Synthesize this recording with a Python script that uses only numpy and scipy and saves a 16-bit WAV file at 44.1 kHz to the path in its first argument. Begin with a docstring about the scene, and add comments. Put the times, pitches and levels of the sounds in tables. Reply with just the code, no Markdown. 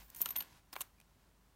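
"""Coins picked from a zip wallet

On a table in a quiet room, close to the microphone, fingers pick out a few coins. Each contact is a tiny
chatter of metal that also knocks the wallet; loose coins ring very high and beat together, pinched ones
clack. In between, coins slide and the lining rustles. Behind lie room air, a faint mains hum and,
at the start, a soft low boom."""
import sys
import numpy as np
from scipy import signal
from scipy.fft import rfft, irfft, next_fast_len
from scipy.io import wavfile

SR = 44100
rng = np.random.default_rng(int(sys.argv[2]) if len(sys.argv) > 2 else 0)


def inscribe(sig):
    """Save sig as 16-bit PCM at rate SR to the path in sys.argv[1].

    A 1-D sig is mono; a 2-D sig holds one channel per row.
    Samples are clipped to [-1, 1] before scaling.
    """
    pcm = np.round(np.clip(np.atleast_2d(sig).T, -1, 1) * 32767)
    wavfile.write(sys.argv[1], SR, pcm.astype(np.int16))


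N = 68355

# Spectrum of the room air: f/Hz, gain/dB
AIR_COLOUR = [(20, -36), (55, -5.5), (170, -11.5), (500, -23), (1000, -21.5), (2000, -29.5), (5000, -33),
              (16000, -37)]
# Coins sliding on each other, and fingers rubbing the lining: t/s, level/dB
SLIDE_LEVELS = [(0, -64), (.152, -74), (.168, -51), (.181, -53.5), (.205, -47), (.228, -41), (.25, -88),
                (.718, -88.5), (.729, -54.5), (.742, -55), (.748, -86), (.76, -63), (.805, -55.5),
                (.83, -73), (.9, -90.5)]
RUSTLE_LEVELS = [(0, -59), (.024, -61.5), (.06, -75), (.11, -68.5), (.3, -57), (.345, -64), (.4, -57),
                 (.47, -65.5), (.58, -66), (.63, -82), (.72, -80), (.775, -67), (.84, -66.5), (.89, -81.5),
                 (1.18, -82.5), (1.23, -76), (1.3, -84.5)]
# Spectra of that sliding and rubbing: f/Hz, gain/dB
SLIDE_COLOUR = [(500, -30), (4500, -20), (6500, -14), (11500, -11), (13200, -2), (15400, 0), (16000, -13)]
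RUSTLE_COLOUR = [(300, 0.5), (550, -8), (1060, 2), (1210, -10.5), (1400, -1), (3300, -7), (4300, -6.5),
                 (7500, -11.5), (16000, -18)]
# Coin contacts: t/s, wallet knock/dB, knock centre/Hz, rim click/dB, sizzle/dB, chatter hold/ms, fade/ms
CONTACTS = [ (0.1015, -77, 2500, -51, -52, 0.36, 2), (0.1475, -67, 3030, -52.5, -50, 3.3, 1.5),
            (0.1615, -70, 3020, -50, -46, 0.56, .6), (0.1652, -69, 3000, -50, -46, 1, 1.5),
            (.2050, -48, 900, -62, -58, 1.8, 2.2), (0.2096, -53, 394, -51, -46, 4.7, 3.4),
            (0.2169, -41, 3600, -28.5, -19.5, 0.29, 0.23), (0.2259, -46, 3010, -53, -41, 0.41, 0.91),
            (.2582, -38, 3360, -34.5, -34.5, 1.34, 0.76), (0.2609, -45.5, 1300, -52, -66, 2, 6),
            (0.2882, -48, 3350, -44.5, -64, 1.1, 1.4), (.306, -52, 3000, -41.5, -70, 0.77, 1.5),
            (0.3068, -51, 1250, -47.5, -76, 0.86, 3.9), (0.357, -44, 2150, -52, -59, 1.1, 2.9),
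            (0.3608, -43, 3570, -47.5, -49, 2.6, 1.6), (0.3641, -43, 3300, -41, -38, 1.6, 2.7),
            (0.3727, -59.5, 2520, -59, -54, 5.8, 0.89), (0.405, -44, 4030, -46, -42.5, 3.1, 3),
            (0.4220, -53.5, 2200, -56.5, -55, 2.6, 4.6), (0.7292, -52, 1600, -53, -64, 3.9, 2.1),
            (0.736, -52.5, 1210, -59, -56, 3.9, 3.1), (0.7558, -48, 1480, -60, -56, 1.1, 7.4),
            (0.7637, -38, 1200, -52, -62, 1.5, 1.2), (0.8075, -46, 3400, -41, -36, 1.3, 3.9),
            (0.8146, -49.5, 2920, -45.5, -44.5, 4.9, 4), (1.001, -59.5, 2600, -57.5, -63, 0.41, 1.9),
            (1.013, -63, 3400, -65, -83, 0.65, 1.4)]
# Spectra of the wallet's knock, the rims' click and the sizzle on top: f/Hz, gain/dB
WALLET_COLOUR = [(100, -24.5), (450, -6.5), (750, 0), (1050, 0), (1350, -2.5), (2000, -4.5), (2800, -3),
                 (4200, -2), (5100, -15.5), (9000, -23)]
RIM_COLOUR = [(300, -32.5), (2500, -10), (5000, -11.5), (5600, -3), (6400, -0.5), (7500, -5), (9200, 1),
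              (10600, -7.5), (11800, -5.5), (13500, -2), (17000, -41)]
SIZZLE_COLOUR = [(7000, -38), (10500, -10), (12000, 0), (13200, 2), (14500, -4), (15700, -7), (16500, -22)]
# Touches that set loose coins ringing: t/s, relative level/dB, base t60/s, lead offset from COIN_HZ/Hz
RING_TOUCHES = [(0.1657, -56, 0.04, 0), (0.2097, -29, 0.07, 290), (0.2171, -23, 0.055, -4),
                (0.2324, -41.5, .3, -190), (0.2582, -44, .28, -190), (.2890, -35, 0.07, 0),
                (0.298, -38, 0.059, 290), (0.3056, -34, 0.065, -4), (0.3607, -22.5, 0.047, 224),
                (0.3721, -30.5, 0.05, -190), (0.382, -32, 0.066, 0), (0.3863, -28.5, 0.053, 1),
                (0.4065, -34.5, 0.049, 2), (0.423, -38.5, 0.042, -4), (0.807, -39, 0.024, -100)]
# Modes of the coins: offset from COIN_HZ/Hz, relative level/dB, multiple of the base t60
COIN_MODES = [(-745, -17, 0.4), (-190, -9, 1.4), (-3, -4, 0.78), (285, -11, 0.45), (1150, -29, 0.43)]
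# Clacks of pinched coins and of the pocket they strike: t/s, f/Hz, level/dB
CLACKS = [(.2055, 275, -48), (0.2582, 2650, -37.5), (.2582, 3030, -37), (0.2597, 1353, -37),
          (0.3604, 3430, -39.5), (.3615, 275, -52.5), (0.407, 4310, -35.5), (0.4065, 2925, -37.5),
          (.4062, 855, -44.5), (0.7296, 5330, -39), (0.7301, 1014, -48), (.73, 320, -54.5),
          (.7638, 2306, -38), (.7638, 1050, -40), (.7638, 833, -45), (.7638, 383, -49), (.8076, 2760, -38),
          (.8078, 1032, -39), (0.8143, 9830, -27), (.8144, 3700, -43), (0.984, 2450, -64),
          (1.0011, 2530, -56.5), (1.013, 2460, -64)]
# Spectrum of the room's reflections: f/Hz, gain/dB
ROOM_COLOUR = [(200, 0), (1200, 1.5), (5000, -9.5), (16000, -10.5)]

COIN_HZ = 13185
GRAIN_S = .0007  # time scale of catching and slipping


def undb(db):
    """Decibels to gain."""
    return 10 ** (np.asarray(db) / 20)


def unit(x):
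    """Scale to rms 1."""
    return x / np.sqrt(np.mean(x ** 2))


def colour(x, points, extra_db=None):
    """Causal filter through points of f/Hz, gain/dB; extra_db adds gain as a function of frequency."""
    size = 2 * next_fast_len(len(x))
    f = np.maximum(np.fft.rfftfreq(size, 1 / SR), 1)
    point_hz, point_db = np.array(points, float).T
    db = np.interp(np.log(f), np.log(point_hz), point_db) + (extra_db(f) if extra_db else 0)
    cepstrum = irfft(np.log(undb(db)))
    cepstrum[1:size // 2] *= 2  # fold to minimum phase
    cepstrum[size // 2 + 1:] = 0
    return irfft(rfft(x, size) * np.exp(rfft(cepstrum)))[:len(x)]


def add(out, start, x):
    """Mix x in at a time in seconds."""
    i = int(start * SR)
    out[i:i + len(x)] += x[:len(out) - i]


def decay(t, t60):
    """Fall by 60 dB every t60 seconds."""
    return np.exp(-np.log(1000) * t / t60)


def grains(t):
    """A random curve with a new value every GRAIN_S."""
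    return np.interp(t / GRAIN_S, np.arange(len(t)), rng.standard_normal(len(t)))


def room_tone(hum_hz=49.3, boom_hz=52, boom_fade_s=.12):
    """Behind the wallet: room air, mains hum and a faint low boom dying away."""
    t = np.arange(N) / SR
    air = undb(-70.5) * unit(colour(rng.standard_normal(N), AIR_COLOUR))
    hum = undb(-73.5) * unit(np.sin(2 * np.pi * hum_hz * t))
    boom = undb(-58) * np.sin(2 * np.pi * boom_hz * t) * np.exp(-t / boom_fade_s)
    return air + hum + boom


def friction(levels, spectrum, grain_db):
    """Rubbing surfaces catch and slip: grainy noise that follows a level curve."""
    t = np.arange(N) / SR
    roughness = undb(grain_db * grains(t))
    rub = unit(colour(rng.standard_normal(N) * roughness, spectrum))
    return rub * undb(np.interp(t, *np.array(levels).T))


def chatter(env, strike_db=-7.5):
    """Metal meets metal: one clean impact, then a fading flurry of tiny ones with an even spectrum."""
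    spectrum = rfft(env * rng.standard_normal(len(env)))
    flurry = irfft(spectrum / np.abs(spectrum)) * np.sqrt(env)
    flurry[0] += undb(strike_db) * np.sqrt(np.sum(flurry ** 2))
    return flurry


def coin_contacts(knock_lift_db=5.5, knock_width_oct=.41):
    """Each contact chatters and fades: a knock of the wallet, a click of the rims, a sizzle on top."""
    out, ms = np.zeros(N), np.arange(2048) / SR * 1000
    for start, knock_db, knock_hz, rim_db, sizzle_db, hold_ms, fade_ms in CONTACTS:
        env = np.exp(-np.maximum(ms - hold_ms, 0) / fade_ms)
        hollow = lambda f: knock_lift_db * np.exp(-.5 * (np.log2(f / knock_hz) / knock_width_oct) ** 2)
        knock = undb(knock_db) * unit(colour(chatter(env), WALLET_COLOUR, hollow))
        click = undb(rim_db) * unit(colour(chatter(env), RIM_COLOUR))
        sizzle = undb(sizzle_db) * unit(colour(chatter(env), SIZZLE_COLOUR))
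        add(out, start, (knock + click + sizzle) * np.sqrt(np.mean(env ** 2)))
    return out


def coin_rings(level_db=-5, scatter_db=2.5, attack_s=.00074, grab_s=.0015):
    """Close modes of loose coins beat together until the next touch stops them and starts them anew."""
    out, t = np.zeros(N), np.arange(12000) / SR
    lead_db, lead_width_hz = 10, 140  # where a coin is touched decides which mode leads
    ends = [touch[0] for touch in RING_TOUCHES[1:]] + [N / SR]
    for (start, touch_db, t60, lead_hz), end in zip(RING_TOUCHES, ends):
        attack = 1 - np.exp(-t / attack_s)
        grab = np.exp(-np.maximum(t - (end - start), 0) / grab_s)
        for offset_hz, mode_db, t60_ratio in COIN_MODES:
            lift_db = lead_db * np.exp(-.5 * ((offset_hz - lead_hz) / lead_width_hz) ** 2)
            gain = undb(level_db + touch_db + mode_db + lift_db + scatter_db * rng.standard_normal())
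            tone = np.sin(2 * np.pi * ((COIN_HZ + offset_hz) * t + rng.random()))
            add(out, start, gain * attack * grab * decay(t, t60 * t60_ratio) * tone)
    return out


def pinched_clacks(t60_at_1khz_s=.029, attack_s=.00037, wander_per_khz=.011):
    """Fingers and cloth quickly damp these resonances; the shifting grip blurs the high pitches."""
    out, t = np.zeros(N), np.arange(4096) / SR
    for start, hz, db in CLACKS:
        khz = hz / 1000
        t60 = t60_at_1khz_s * khz ** -.35  # higher pitches die sooner
        env = (1 - np.exp(-t / attack_s)) * decay(t, t60)
        pitch_hz = hz * (1 + wander_per_khz * khz * grains(t))
        cycles = np.cumsum(pitch_hz) / SR
        add(out, start, undb(db) * env * np.sin(2 * np.pi * cycles))
    return out


def room_reflections(direct, t60_s=.26, gap_s=.0044, level_db=-11):
    """The room returns a short diffuse tail to the microphone, duller than the direct sound."""
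    t = np.arange(N // 2) / SR
    tail = rng.standard_normal(len(t)) * decay(t, t60_s) * (t > gap_s)
    tail = colour(tail / np.sqrt(np.sum(tail ** 2)), ROOM_COLOUR)
    return undb(level_db) * signal.fftconvolve(direct, tail)[:N]


def scene():
    """One microphone close to the wallet, the room behind it; the clacks stay dry."""
    slide = friction(SLIDE_LEVELS, SLIDE_COLOUR, grain_db=3.5)
    rustle = friction(RUSTLE_LEVELS, RUSTLE_COLOUR, grain_db=2)
    close = slide + rustle + coin_contacts() + coin_rings()
    return (close + pinched_clacks() + room_reflections(close) + room_tone())[None]


def record(dry):
    """The recorder cuts the top steeply above 15.9 kHz."""
    return signal.sosfilt(signal.ellip(8, .2, 70, 15900, fs=SR, output="sos"), dry)


dry = scene()
out = record(dry)
inscribe(out)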